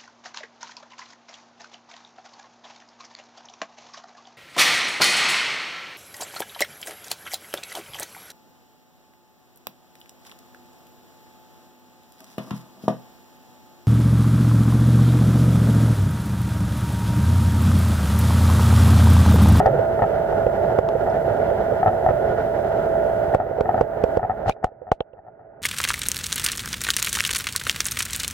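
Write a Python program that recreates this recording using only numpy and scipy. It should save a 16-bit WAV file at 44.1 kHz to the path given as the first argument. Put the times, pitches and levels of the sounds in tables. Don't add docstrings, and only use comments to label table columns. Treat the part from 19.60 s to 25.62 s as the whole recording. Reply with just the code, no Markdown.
import sys
import numpy as np
from scipy import signal
from scipy.fft import rfft, irfft, next_fast_len
from scipy.io import wavfile

SR = 44100
rng = np.random.default_rng(int(sys.argv[2]) if len(sys.argv) > 2 else 0)


def to_wav(s):
    ch = np.atleast_2d(s).T
    pcm = np.round(np.clip(ch, -1, 1) * 32767)
    wavfile.write(sys.argv[1], SR, pcm.astype(np.int16))


N = 265437

# frequency in Hz, left lead in rad.
PORT_LEAD = [(100, 0), (220, 0), (400, -.9), (480, -.5), (560, 1.6), (690, .8), (780, 0), (1030, -1),
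             (1290, 1), (1940, 1.2), (2500, 3)]
# start in seconds, shell, panel, case and tick drive in dB, sink depth in dB.
HARD_RAPS = [(0.061, -39, -35, -16, -35, 0), (1.187, -7, -5.5, -19, -40.5, -3),
             (1.288, -14, -22, -35, -40.5, 3), (3.747, -4, -7.5, -16.5, -33, -7.5),
             (4.008, -9.5, -8, -19.5, -40.5, -5), (4.21, -6, -5, -18, -37.5, -6.5),
             (4.438, -13.5, -3.5, -19.5, -37, -2), (4.571, -13, -8, -21, -40.5, -10.5),
             (4.8948, -5.5, -17.5, -21, -27.5, -23), (5.0427, -5.5, -15.5, -18.5, -33.5, -28.5),
             (5.3168, -1.5, -11, -18, -31.5, -30), (5.4053, -15, -14.5, -31, -54, -31)]


def from_db(db):
    return 10 ** (np.asarray(db) / 20)


def rms_one(x):
    return x / np.sqrt(np.mean(x ** 2) + 1e-20)


def at_hz(points, hz):
    p = np.array(points, float)
    return np.interp(np.log(hz), np.log(p[:, 0]), p[:, 1])


def butterworth(x, order, hz, kind="low"):
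    return signal.sosfilt(signal.butter(order, hz, kind, fs=SR, output="sos"), x)


def drift(rate_hz):
    r = np.exp(-80 * np.pi * rate_hz / SR)
    slow = signal.lfilter([1], [1, -2 * r, r * r], rng.standard_normal(N // 40 + 2002))[2000:]
    return np.interp(np.arange(N) / 40, np.arange(len(slow)), rms_one(slow))


def ring(clicks, hz, t60_s):
    r, w = from_db(-60 / (t60_s * SR)), 2 * np.pi * hz / SR
    section = [0, np.sin(w), 0, 1, -2 * r * np.cos(w), r * r]
    return signal.sosfilt([section, section], clicks + 1e-18) * 2 * np.e * (1 - r)


def stereo_noise(spectrum, coherence, flicker_db, bands):
    # frequency in Hz, left minus right in dB.
    balance = [(60, -1), (210, -0.5), (340, -1), (430, -6.5), (520, -10), (580, -22.5), (690, -2.5),
               (735, 0.5), (790, 0.5), (870, -8), (1040, -8), (1290, -3), (1500, -5), (1720, -5.5),
               (1940, -3), (2400, -1.5), (3500, 0.5)]
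    size = next_fast_len(N)
    hz = np.maximum(np.arange(size // 2 + 1) * SR / size, 1)
    low_hz, high_hz = spectrum[0][0], spectrum[-1][0]
    shared, own = rfft(rng.standard_normal((2, size)))
    tilt = from_db(at_hz(balance, hz) / 2)
    alike = coherence(hz)
    right = alike * shared * np.exp(-1j * at_hz(PORT_LEAD, hz)) + np.sqrt(1 - alike ** 2) * own
    colour = from_db(at_hz(spectrum, hz)) * ((hz > low_hz) & (hz < high_hz))
    ports = np.array([shared * tilt, right / tilt]) * colour
    band_index = np.log(hz / low_hz) / np.log(high_hz / low_hz) * (bands - 1)
    together, out = drift(15), 0
    for k in range(bands):
        band = irfft(ports * np.clip(1 - abs(band_index - k), 0, 1), size)[:, :N]
        out = out + band * from_db(flicker_db * (together + (1 - k / bands) * drift(7.2)))
    return rms_one(out)


def housing(trains, sustain=1, scatter_db=0):
    # frequency in Hz, t60 in seconds, left gain in dB, right gain in dB.
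    shell_modes = [(296, 0.014, -25, -35.5), (685, 0.021, -14, -13), (743.5, 0.023, -4, -6),
                   (824.3, 0.037, -15.5, -15.5), (1302, 0.02, -24, -20.5), (1806, 0.01, -24, -22.5)]
    panel_modes = [(479, 0.025, -21, -6), (524, 0.027, -20, -0.5), (651.4, 0.09, -22.5, -25.5),
                   (960, 0.024, -28, -23.5)]
    case_modes = [(57, 0.026, -7, -8.5), (104, 0.02, 2.5, 2.5), (180, 0.021, -11.5, -14)]
    out = np.zeros((2, N))
    for clicks, modes in zip(trains, (shell_modes, panel_modes, case_modes)):
        if not clicks.any():
            continue
        for hz, t60_s, left_db, right_db in modes:
            strikes = clicks * from_db(scatter_db * rng.standard_normal(N))
            mode = ring(strikes, hz, sustain * t60_s)
            lag_samples = round(at_hz(PORT_LEAD, hz) / (2 * np.pi * hz) * SR)
            out += [from_db(left_db) * mode, from_db(right_db) * np.roll(mode, lag_samples)]
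    return butterworth(out, 2, hz=35, kind="high")


def electronics():
    # frequency in Hz, relative density in dB.
    hiss_spectrum = [(1500, 0.5), (4000, 3), (8000, 5.5), (14200, 2.5), (14500, -11.5), (15900, -10)]
    hiss_db, tone_db, tone_hz = -60.5, -67, 14835.2
    hiss = from_db(hiss_db) * stereo_noise(hiss_spectrum, lambda hz: .3, flicker_db=.4, bands=4)
    tone = np.sqrt(2) * np.sin(2 * np.pi * tone_hz * np.arange(N) / SR)
    return hiss, from_db(tone_db + .7 * drift(8)) * tone


def reef_wash():
    # frequency in Hz, relative density in dB.
    spectrum = [(20, -22), (60, -13.5), (120, -7), (200, -12), (275, -15.5), (345, -10), (420, -4),
                (470, -5.5), (505, -18), (545, -8.5), (620, -8), (690, -3.5), (745, -7.5), (810, -10.5),
                (870, -13), (1110, -28), (1270, -22), (1370, -21.5), (1450, -15.5), (1530, -24),
                (1650, -25), (1950, -29), (2450, -39.5), (3000, -40), (4000, -47.5), (7000, -57)]
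    # frequency in Hz, coherence from 0 to 1.
    coherence = [(60, .88), (170, .97), (420, .9), (510, .3), (600, .9), (950, .9), (1080, .5), (1500, .87),
                 (1940, .75), (2300, .35), (4000, .3)]
    wash = stereo_noise(spectrum, lambda hz: at_hz(coherence, hz), flicker_db=1.38, bands=15)
    return from_db(-23.5) * wash


def reef_crackle(snaps_per_s=84):
    sizes_db = 4.87 * np.minimum(rng.exponential(1, (2, N)), 2)
    snaps = from_db(sizes_db) * rng.choice([-1, 1], (2, N))
    shell, panel = snaps * (rng.random((2, N)) < snaps_per_s / SR)
    trains = [shell, from_db(-5.5) * panel, from_db(-23) * (shell + panel)]
    return from_db(-40.5) * housing(trains, scatter_db=2.5)


def boat_engine(firing_hz=59.93, shaft_hz=11.05, throb_depth=0.06):
    multiples = [1, 2, 3, 6, 7, 9, 10, 11, 12, 13, 23, 27, 33, 35, 14, 15, 16]
    # left level in dB, right level in dB, left lead in rad.
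    orders = [(-45, -47, -1.1), (-52.5, -54, 1.8), (-52.5, -55, -0.7), (-41.5, -42.5, -1),
              (-44.5, -46.5, -0.4), (-55, -31, 3.5), (-42.5, -27.5, 5), (-27, -25, 0.96),
              (-42.5, -42, 10.5), (-52.5, -41.5, -1), (-63, -50.5, 0), (-64.5, -54, -4), (-75, -58.5, 6),
              (-75.5, -69, -4.5), (-45.5, -47.5, 1.2), (-52, -50, -1.5), (-58, -54.5, -0.5)]
    # time in seconds, gain in dB.
    swell = [(0, 2), (.5, 1), (1.3, 0.5), (2.0, 0), (2.6, 0.5), (3.1, -1), (3.35, 3.5), (3.55, 2),
             (3.8, -0.5), (6.02, -1.5)]
    t = np.arange(N) / SR
    firing_rad = 2 * np.pi * np.cumsum(firing_hz * (1 + 0.00038 * drift(1.12))) / SR
    out = np.zeros((2, N))
    for multiple, (left_db, right_db, lead_rad) in zip(multiples, orders):
        phase = multiple * firing_rad + rng.uniform(0, 2 * np.pi) + 0.068 * drift(10)
        waver = np.sqrt(2) * from_db(0.9 * drift(4.2))
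        out += waver * [from_db(left_db) * np.sin(phase + lead_rad), from_db(right_db) * np.sin(phase)]
    out *= from_db(np.interp(t, *np.transpose(swell)))
    return out * (1 + throb_depth * np.sin(2 * np.pi * shaft_hz * t))


def gurgles():
    # start and end in seconds, first and last pitch in Hz, level in dB.
    glides = [(0.07, 0.19, 112, 160, -25), (0.06, 0.17, 600, 470, -24)]
    out = 0
    for start_s, end_s, from_hz, to_hz, db in glides:
        along = np.clip((np.arange(N) / SR - start_s) / (end_s - start_s), 0, 1)
        phase = 2 * np.pi * np.cumsum(from_hz + (to_hz - from_hz) * along) / SR
        arch = np.sqrt(np.abs(np.sin(np.pi * along)))
        out = out + from_db(db + 2.4 * drift(25)) * arch * np.sin(phase)
    return out


def pings(grit_s=.0015):
    # start in seconds, pitch in Hz, level in dB, t60 in seconds.
    contacts = [(4.892, 3000, -34, 0.006), (4.909, 2400, -30, 0.005), (4.921, 2500, -30.5, 0.01),
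                (4.923, 3800, -45, 0.0069), (5.315, 2790, -27, 0.0077), (5.4052, 3130, -21.5, 0.0028),
                (5.0425, 1830, -23, 0.0026), (1.5, 5400, -44, 0.004), (5.421, 3000, -50, .004),
                (5.532, 2770, -54, 0.0048)]
    out = np.zeros((2, N))
    fade = np.exp(-np.arange(N // 40) / (grit_s * SR))
    for start_s, hz, db, t60_s in contacts:
        grit = fade * rng.standard_normal((2, len(fade))) / np.linalg.norm(fade)
        start = int(start_s * SR)
        out[:, start:start + len(fade)] += from_db(db) * ring(grit, hz, t60_s)
    return out


def scrape(start_s=4.84, peak_s=4.886, end_s=4.96, slips_per_s=9000):
    # start in seconds, drive in dB.
    catches = [(4.87, -19), (4.877, -28)]
    envelope = np.interp(np.arange(N) / SR, [start_s, peak_s, end_s], [0, 1, 0]) ** 3
    slips = rng.standard_normal((2, N)) * (rng.random(N) < slips_per_s / SR) * envelope
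    bright = butterworth(slips, 1, [1300, 3300], "band")
    bright = butterworth(bright, 1, 5000)
    shoves = np.zeros((3, N))
    for catch_s, db in catches:
        shoves[2, int(catch_s * SR)] = from_db(db)
    return from_db(-20) * bright + housing(shoves)


def impacts(rows, sustain, tick_db, tick_s, top_hz, order, scatter_db=0):
    rattle_s, tick_delay_s = .011, .0009
    start_s, *levels_db = np.transpose(rows)
    polarity = [[-1], [-1], [1], [1]]
    trains = np.zeros((4, N))
    trains[:, (start_s * SR).astype(int)] = from_db(levels_db) * polarity
    contact, rattle = [signal.lfilter([1], [1, -np.exp(-1 / (decay_s * SR))], trains[3])
                       for decay_s in (tick_s, rattle_s)]
    common, left, right = rng.standard_normal((3, N))
    burst = (contact + .11 * rattle) * (common + np.array([left, right]))
    tick = butterworth(burst, 1, [1600, 3400], "band")
    tick = butterworth(tick, order, top_hz)
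    tick = np.roll(tick, int(tick_delay_s * SR), axis=1)
    return housing(trains[:3], sustain, scatter_db) + from_db(tick_db) * tick


def soft_touches(rebound_s=.0095):
    # start in seconds, shell drive in dB, rebounds relative to it in dB.
    knocks = [(0.001, -2.5, -8.5), (0.058, 0, -7.5), (0.391, -7, -35), (0.42, 0, -4), (0.725, -12.5, -28),
              (1.465, -14, -3.5), (2.229, -4.5, -28), (2.26, -3, -4.5), (2.272, -7.5, -13),
              (2.278, -5, -33), (2.288, -12.5, -24), (2.331, -12, -10), (2.462, -4, -26), (2.488, -2.5, -8),
              (3.738, -9.5, -28), (3.800, -4.5, -8), (4.056, -5.5, -35.5), (4.068, -17, -15),
              (4.091, 1, -10.5), (4.143, -3.5, -27), (4.178, -5.5, -9), (4.594, -4.5, -30), (4.629, -1, -2),
              (4.696, 1, -5), (4.859, -6.5, -2), (4.8795, -6.5, 0), (4.964, -7.5, -25), (5.028, 1, 4.5),
              (5.067, 1.5, -8), (5.268, -2, -0.5), (5.55, -23, -24.5), (5.57, -8, 2), (5.59, -6.5, -24),
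              (5.648, -12, -14), (5.665, -6.5, 0), (5.793, -10, -2.5)]
    # start in seconds, panel drive in dB.
    taps = [(0.066, -11), (0.135, -15), (0.19, -9), (0.42, -11.5), (0.724, -22), (0.863, -6),
            (1.113, -22.5), (1.351, -10.5), (1.552, -15.5), (1.677, -14), (1.911, -13), (2.017, -20.5),
            (2.119, -13), (2.506, -12), (3.451, -23), (3.864, -14), (3.909, -13.5), (3.981, -10.5),
            (4.367, -17), (4.496, -29.5), (5.117, -9), (5.215, -2.5), (5.227, -6), (5.532, -4)]
    hits = [(s, db) for s, db, _ in knocks]
    for s, db, rebound_db in knocks:
        for bounce in (1, 2):
            delay_s = rebound_s * (bounce + 0.11 * rng.uniform(-1, 1))
            hits.append((s + delay_s, db + rebound_db))
    # start in seconds, shell, panel, case and tick drive in dB.
    rows = [(s, db, db - 19, db - 22, db - 40) for s, db in hits]
    rows += [(s + 0.00098, db - 8, db, db - 18.5, db - 37.5) for s, db in taps]
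    return impacts(rows, sustain=0.96, tick_db=6.5, tick_s=0.004, top_hz=2800, order=3, scatter_db=1.5)


def hard_raps():
    # frequency in Hz, t60 in seconds, level relative to the shell drive in dB.
    stiff_modes = [(1147, 0.0072, -12.5), (1413, 0.0074, -15.5), (1946, 0.0038, -27)]
    raps = np.array(HARD_RAPS)
    body = impacts(raps[:, :5], sustain=0.66, tick_db=12.5, tick_s=0.0009, top_hz=9000, order=1)
    clicks = np.zeros(N)
    clicks[(raps[:, 0] * SR).astype(int)] = -from_db(raps[:, 1])
    return body + sum(from_db(db) * ring(clicks, hz, t60_s) for hz, t60_s, db in stiff_modes)


def sinking_db(sink_s=0.012, recover_db_per_s=14):
    raps = np.array(HARD_RAPS)
    since_s = np.arange(N) / SR - raps[:, :1]
    dips_db = np.where(since_s > 0, raps[:, 5:] + recover_db_per_s * since_s, 0)
    r = np.exp(-1 / (sink_s * SR))
    return signal.lfilter([1 - r], [1, -r], np.minimum(dips_db.min(axis=0), 0))


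def scene():
    treble_hz, treble_gate_db = 2600, -12
    wash = reef_wash()
    hiss, tone = electronics()
    touches = soft_touches()
    raps = hard_raps()
    water = boat_engine() + wash + reef_crackle() + touches + gurgles()
    dull = signal.sosfiltfilt(signal.butter(3, treble_hz, fs=SR, output="sos"), water)
    gain_db = sinking_db()
    gain = from_db(gain_db)
    treble = gain ** 1.56 * (water - dull) + gain ** 1.7 * hiss + gain ** 1.1 * tone
    treble_gate = 1 / (1 + from_db(9 * (treble_gate_db - gain_db)))
    return gain * dull + treble_gate * treble + raps + scrape() + pings()


def record(dry):
    ceiling, cutoff_hz = .85, 16100
    flat = dry / (1 + (np.abs(dry) / ceiling) ** 8) ** (1 / 8)
    return signal.sosfilt(signal.cheby2(20, 60, cutoff_hz, fs=SR, output="sos"), flat)


dry = scene()
out = record(dry)
to_wav(out)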